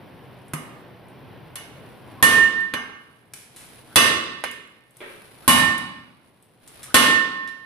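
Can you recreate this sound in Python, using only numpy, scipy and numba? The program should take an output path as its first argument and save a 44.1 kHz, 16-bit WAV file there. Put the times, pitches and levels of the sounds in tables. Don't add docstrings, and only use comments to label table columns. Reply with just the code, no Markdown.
import sys
import numpy as np
from scipy import signal
from scipy.fft import rfft, irfft, next_fast_len
from scipy.io import wavfile
from scipy.ndimage import uniform_filter1d
from numba import njit

SR = 44100
rng = np.random.default_rng(int(sys.argv[2]) if len(sys.argv) > 2 else 0)


def unload_audio(sound):
    columns = np.transpose(np.atleast_2d(sound))
    steps = np.round(np.clip(columns, -1, 1) * 32767)
    wavfile.write(sys.argv[1], SR, steps.astype(np.int16))


N = 337527
TIME = np.arange(N) / SR
TAIL = np.arange(int(1.6 * SR)) / SR

# landing_s, final_whistle_hz, whistle_db, wind_up_s, sleeves_db
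SWINGS = [(2.222, 1157, -42.5, .6, -65), (3.951, 1544, -48, 0.46, -53.5), (5.472, 1445, -50, 0.538, -53),
          (6.932, 1448, -43, 0.32, -50.5)]


def undb(db):
    return 10 ** (np.asarray(db) / 20)


def unit(x):
    return x / np.sqrt(np.mean(x ** 2))


def fade(t60):
    return np.exp(-np.log(1000) * TAIL / max(t60, 1e-3))


def colour(x, points):
    n = 2 * next_fast_len(x.shape[-1] // 2 + 1024)
    hz, db = np.transpose(points)
    log_hz = np.log(np.maximum(np.arange(n // 2 + 1) * SR / n, 1))
    cepstrum = irfft(np.log(undb(np.interp(log_hz, np.log(hz), db))))
    cepstrum[1:n // 2] *= 2
    cepstrum[n // 2 + 1:] = 0
    return irfft(rfft(x, n) * np.exp(rfft(cepstrum)))[..., :x.shape[-1]]


def walk(rate_hz, size=len(TAIL)):
    step = max(int(SR / rate_hz), 2)
    knots = rng.standard_normal(size // step + 2)
    return uniform_filter1d(np.interp(np.arange(size) / step, np.arange(len(knots)), knots), step // 2)


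def add(track, start_s, sound):
    start = int(start_s * SR)
    part = sound[..., :N - start]
    track[..., start:start + part.shape[-1]] += part


def stereo_noise(correlation, size=N):
    mid, side = rng.standard_normal((2, size))
    spread = np.sqrt(1 - correlation) * side * np.array([[1], [-1]])
    return (np.sqrt(1 + correlation) * mid + spread) / np.sqrt(2)


def room_noise(level_db=-45, dip_db=-14.5, hold_s=1, recover_db_per_s=16, flutter_db=1):
    # freq_hz, gain_db
    spectrum = [(15, -55), (25, -28), (86, -8.5), (125, 1.5), (150, -4.5), (475, -9.5), (1090, -14.5),
                (1210, -20.5), (1500, -18.5), (1960, -21), (3180, -25.5), (5880, -42), (6900, -69),
                (13800, -40), (15000, -33.5)]
    change_db = np.zeros(N)
    for landing_s, *_ in SWINGS:
        recovered_db = recover_db_per_s * np.maximum(TIME - landing_s - hold_s, 0)
        change_db = np.where(TIME > landing_s, np.minimum(dip_db + recovered_db, 0), change_db)
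    noise = unit(colour(stereo_noise(correlation=0.73), spectrum))
    return noise * undb(level_db + change_db + flutter_db * walk(9, N))


def garage(x, build_s=0.015, early_db=3, early_s=0.013):
    # freq_hz, t60_s
    decays = [(50, 0.81), (130, 0.98), (300, 1), (700, 0.7), (1500, 0.91), (3000, 0.82), (6000, 0.59),
              (10000, 0.41), (15000, 0.19)]
    # freq_hz, correlation
    likeness = [(50, .2), (130, .75), (300, .65), (700, .25), (1500, 0), (3000, -.15), (15000, -.1)]
    log_hz = np.log(np.maximum(np.fft.rfftfreq(len(TAIL), 1 / SR), 1))
    centres = np.log([hz for hz, _ in decays])
    response = 0
    for this_band, (hz, t60) in zip(np.eye(len(decays)), decays):
        diffuse = stereo_noise(np.interp(hz, *np.transpose(likeness)), len(TAIL))
        band = np.sqrt(np.interp(log_hz, centres, this_band))
        response = response + irfft(rfft(diffuse) * band, len(TAIL)) * fade(t60)
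    response *= 1 - np.exp(-TAIL / build_s) + undb(early_db) * np.exp(-TAIL / early_s)
    return signal.fftconvolve(x[None], unit(response) / np.sqrt(len(TAIL)), axes=1)[:, :N]


def nearby(x, count=14, decay_s=.014):
    response = np.zeros((2, SR // 40))
    response[:, 0] = 1
    for port in response:
        lags = rng.integers(8, len(port), count)
        port[lags] += .4 * rng.choice([-1, 1], count) * np.exp(-lags / (decay_s * SR))
    return signal.fftconvolve(x[None], response, axes=1)[:, :N]


def sleeves(grain_db=3, rise_s=0.14, settle_s=.08, idle_db=-65):
    # freq_hz, gain_db
    cloth = [(500, 1.5), (2000, -2), (4000, -4), (6800, -15.5), (8500, -11.5), (10000, 1), (12000, -12.5),
             (15000, -10.5)]
    folds_db = 1.5 * walk(25, N)
    slips = undb(grain_db * walk(620, N) + folds_db)
    motion = undb(idle_db)
    for landing_s, _, _, wind_up_s, db in SWINGS:
        rise = np.clip((TIME - landing_s + wind_up_s) / rise_s, 0, 1)
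        settle = np.exp(-np.maximum(TIME - landing_s, 0) / settle_s)
        motion = motion + undb(db) * rise * settle
    return unit(colour(stereo_noise(correlation=0.1) * slips, cloth)) * motion


def grainy_burst(decay_s, grain_db=5):
    sizes = undb(grain_db * walk(1500))
    burst = rng.standard_normal(len(TAIL)) * sizes * np.exp(-TAIL / decay_s)
    return burst * np.sqrt(SR / 100 / np.sum(burst ** 2))


def scuff(start_s=5.004, gain_db=-31, room_db=7):
    # freq_hz, gain_db
    spectrum = [(100, -20.5), (250, -7), (450, 5.5), (850, -3.5), (1350, 3), (2000, 3), (3600, -6),
                (5000, -26.5), (12000, -31)]
    direct = np.zeros(N)
    add(direct, start_s, undb(gain_db) * colour(grainy_burst(decay_s=.04), spectrum))
    return direct + undb(room_db) * garage(direct)


def grit_and_cloth(crumb_count=7, crumb_db=-54, spread_db=4, crumb_body_db=-15, crumb_s=.002, trim_db=-9.5):
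    # start_s, relative_db, body_db (gain up to 4 kHz), decay_s
    ticks = [ (0.482, -49.5, -12, .002), (2.607, -43.5, -6, .002), (3.336, -30.5, 5, 0.0024),
             (3.356, -35, 4, 0.074), (3.562, -32.5, 6, 0.086), (4.513, -35.5, 1.5, 0.0017),
             (4.969, -40.5, -9, .002), (5.780, -31.5, -4, .002), (6.676, -37.5, 2.5, 0.0064),
             (6.830, -28, 4, 0.016), (7.475, -43.5, 19.5, 0.013)]
    # freq_hz, gain_db
    spectrum = [(150, -9), (600, -11), (2000, -0.5), (4500, -3.5), (6800, 0.5), (10000, 10), (12000, 1),
                (15000, -11.5)]
    crumbs = [(when * N / SR, crumb_db + spread_db * (2 * size - 1), crumb_body_db, crumb_s)
              for when, size in rng.random((crumb_count, 2))]
    out = np.zeros(N)
    for start_s, db, body_db, decay_s in list(ticks) + crumbs:
        tick = colour(grainy_burst(decay_s)[:SR // 2], [(4000, body_db), (8000, 0)])
        add(out, start_s, undb(db + trim_db) * tick)
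    return colour(out, spectrum)


def swing_whistles(length_s=0.076, start_ratio=0.78):
    out = np.zeros(N)
    progress = np.linspace(0, 1, int(length_s * SR))
    swell = np.sin(np.pi * progress ** 2)
    for landing_s, final_hz, db, *_ in SWINGS:
        eddies = 1 + .16 * walk(1500, len(progress))
        pitch_hz = final_hz * (start_ratio + (1 - start_ratio) * progress) * eddies
        add(out, landing_s - length_s, undb(db) * swell * np.sin(2 * np.pi * np.cumsum(pitch_hz) / SR))
    return out


def bending(hz, t60, pan_db, port_phase_rad, waver_db=3):
    ports = []
    for side in (.5, -.5):
        phase = 2 * np.pi * hz * TAIL + side * port_phase_rad + .4 * walk(16)
        ports.append(np.sin(phase) * undb(side * pan_db + waver_db * walk(13)))
    onset = 1 - np.exp(-TAIL / 0.002)
    return np.array(ports) * fade(t60) * onset


def beat(hz, lull_s, reflection_db=-6.5, bloom_db=3, bloom_s=0.073):
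    reflection = undb(reflection_db) * np.exp(2j * np.pi * hz * (TAIL - lull_s))
    return np.abs(1 - reflection) * undb(-bloom_db * np.exp(-TAIL / bloom_s))


def upper_ring(t60_scale, spread_db=1.5, detune_spread=.001):
    # pitch_hz, relative_db, unscaled_t60_s
    modes = [ (1171.6, 0, 0.59), (1572, -5, 0.34), (2144, -2.5, 0.99), (2605, -7.5, 0.34),
             (2888, -10, 0.87), (2932, 4, 0.78), (3435, -4.5, .8), (3640, -8, 0.94), (3920, -9, 1.0),
             (4300, -7.5, .55), (4980, -2.5, .65), (6140, 1.5, 0.5), (7811, -11.5, .45), (8942, -4.5, .45),
             (10300, -3.5, .4), (10930, -2.5, .44), (11350, -5, .3)]
    chance = rng.standard_normal((len(modes), 2)) * (spread_db, detune_spread)
    return sum(undb(db + offset_db) * np.sin(2 * np.pi * hz * (1 + detune) * TAIL) * fade(t60 * t60_scale)
               for (hz, db, t60), (offset_db, detune) in zip(modes, chance))


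def brick_crack(decay_s, hardness):
    # freq_hz, gain_db
    spectrum = [(30, -13), (70, 0), (115, 0), (160, 3.5), (250, 9), (480, 1.5), (680, -0.5), (1100, 3.5),
                (2300, -1), (3400, -0.5), (4800, -6.5), (6800, -7.5), (9000, 0), (10900, 1.5), (14500, -14)]
    push = np.sqrt(SR / 100) * (TAIL == 0)
    fractures = grainy_burst(decay_s)
    whole_blow = .8 * push + .6 * fractures
    return colour(colour(np.array([fractures, whole_blow]), spectrum), hardness)


def shovel(thump_hz=153, touch_s=0.074, crack_trim_db=-9.5, near_db=-2,
           crack_room_db=4, ring_room_db=5, ring_direct_db=-8):
    # start_s, crack_db, bass_db, edge_db, treble_db, crush_s, room_db,
    # thump_db, low_db, main_db, upper_db, t60_scale, extra_hz, extra_db, beat_hz, lull_s, free_s
    contacts = [ (0.535, -10.5, -3, -10.5, -2.5, 0.0041, -7.5, -23.5, -51, -57, -46, 0.95, 1210, -42.5, 3, 0.18, 1),
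                (1.556, -22.5, -22, 1, 3, 0.0039, -3.5, -73, -55.5, -47.5, -48, 0.34, 2210, -49, 3.3, 0.18, 0.77),
                (2.226, 4.5, -1, -0.5, 0.5, 0.023, -0.5, -31.5, -18, -4.5, -23.5, 0.72, 2888, -21, 4.9, .29, 0.58),
                (2.738, -4.5, -4.5, -6, -13.5, .0035, -9.5, -50, -38, -29.5, -34.5, 0.47, 1595, -35.5, 3.4, 0.11, 0.57),
                (3.958, 5.5, -2.5, 2, -0.5, 0.01, .5, -21, -18.5, -16, -19.5, 0.57, 2636, -20.5, 2.7, 0.29, .48),
                (4.439, -4, -7.5, -4, -16, 0.0025, -10.5, -54, -55, -36.5, -37.5, 0.53, 2167, -40.5, 3.2, .25, .6),
                (5.478, 6, -2, -0.5, 1, .013, 1, -43, -10.5, -8, -20, 0.57, 2932, -19, 2.8, .07, 0.5),
                (6.943, 9.5, -5.5, 1.5, -2.5, 0.028, -1.5, -34, -14, -8.5, -20, 0.83, 3435, -28, 3.66, 0.089, .8)]
    near, to_room, tones = np.zeros(N), np.zeros(N), np.zeros((2, N))
    thump = np.sin(2 * np.pi * thump_hz * TAIL) * fade(t60=0.2)
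    for row in contacts:
        start_s, crack_db, bass_db, edge_db, treble_db, crush_s, room_db, thump_db = row[:8]
        low_db, main_db, upper_db, t60_scale, extra_hz, extra_db, beat_hz, lull_s, free_s = row[8:]
        hardness = [(250, bass_db), (900, 0), (2300, 0), (3800, edge_db), (9000, treble_db)]
        crack, boom = undb(crack_db + crack_trim_db) * brick_crack(crush_s, hardness)
        damping = np.exp(-np.maximum(TAIL - free_s, 0) / touch_s)
        ring = undb(upper_db) * colour(upper_ring(t60_scale), hardness) * damping
        add(near, start_s, crack + undb(ring_direct_db) * ring)
        main = bending(hz=1810, t60=1.53 * t60_scale, pan_db=-4.5, port_phase_rad=1.5, waver_db=2.6)
        main *= beat(beat_hz, lull_s)
        low = bending(hz=1075, t60=1.41 * t60_scale, pan_db=0, port_phase_rad=1.1)
        extra = bending(extra_hz, t60=0.83, pan_db=-4, port_phase_rad=1.4)
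        modes = undb(low_db) * low + undb(main_db) * main + undb(extra_db) * extra
        add(tones, start_s, undb(thump_db) * thump + damping * modes)
        ring_start = ring * fade(t60=0.11)
        add(to_room, start_s, undb(crack_room_db + room_db) * boom + undb(ring_room_db) * ring_start)
    return undb(near_db) * nearby(near) + tones, to_room


def scene(ticks_room_db=1):
    # freq_hz, left_minus_right_db
    balance = [(100, -2), (600, 0.5), (1500, -3), (3000, -5), (6000, -1), (10000, 2.5)]
    near, to_room = shovel()
    ticks = grit_and_cloth()
    in_room = near + ticks + garage(to_room + undb(ticks_room_db) * ticks)
    sides = [colour(channel, [(hz, sign * db / 2) for hz, db in balance])
             for channel, sign in zip(in_room, (1, -1))]
    return np.array(sides) + swing_whistles() + scuff() + sleeves() + room_noise()


@njit
def follow(x, attack, release):
    out, level = np.empty(len(x)), 0.
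    for i in range(len(x)):
        level += (x[i] - level) * (attack if x[i] > level else release)
        out[i] = level
    return out


def compress(x, threshold_db, attack_s, release_s, ratio):
    envelope = follow(np.abs(x).max(axis=0), 1 / (1 + attack_s * SR), 1 / (1 + release_s * SR))
    gain = np.minimum(undb(threshold_db) / (envelope + 1e-9), 1) ** (1 - 1 / ratio)
    return x * np.interp(TIME + .001, TIME, gain)


def record(dry, notch_hz=6600, notch_width_hz=78, top_hz=14600):
    notched = signal.lfilter(*signal.iirnotch(notch_hz, notch_hz / notch_width_hz, fs=SR), dry)
    compressed = compress(notched, threshold_db=-7.5, attack_s=0.0076, release_s=0.054, ratio=6.5)
    limited = compress(compressed, threshold_db=-2.5, attack_s=.0002, release_s=.006, ratio=20)
    lowpass = signal.ellip(8, .2, 70, top_hz, fs=SR, output="sos")
    return signal.sosfilt(lowpass, np.clip(limited, -1, 1))


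dry = scene()
out = record(dry)
unload_audio(out)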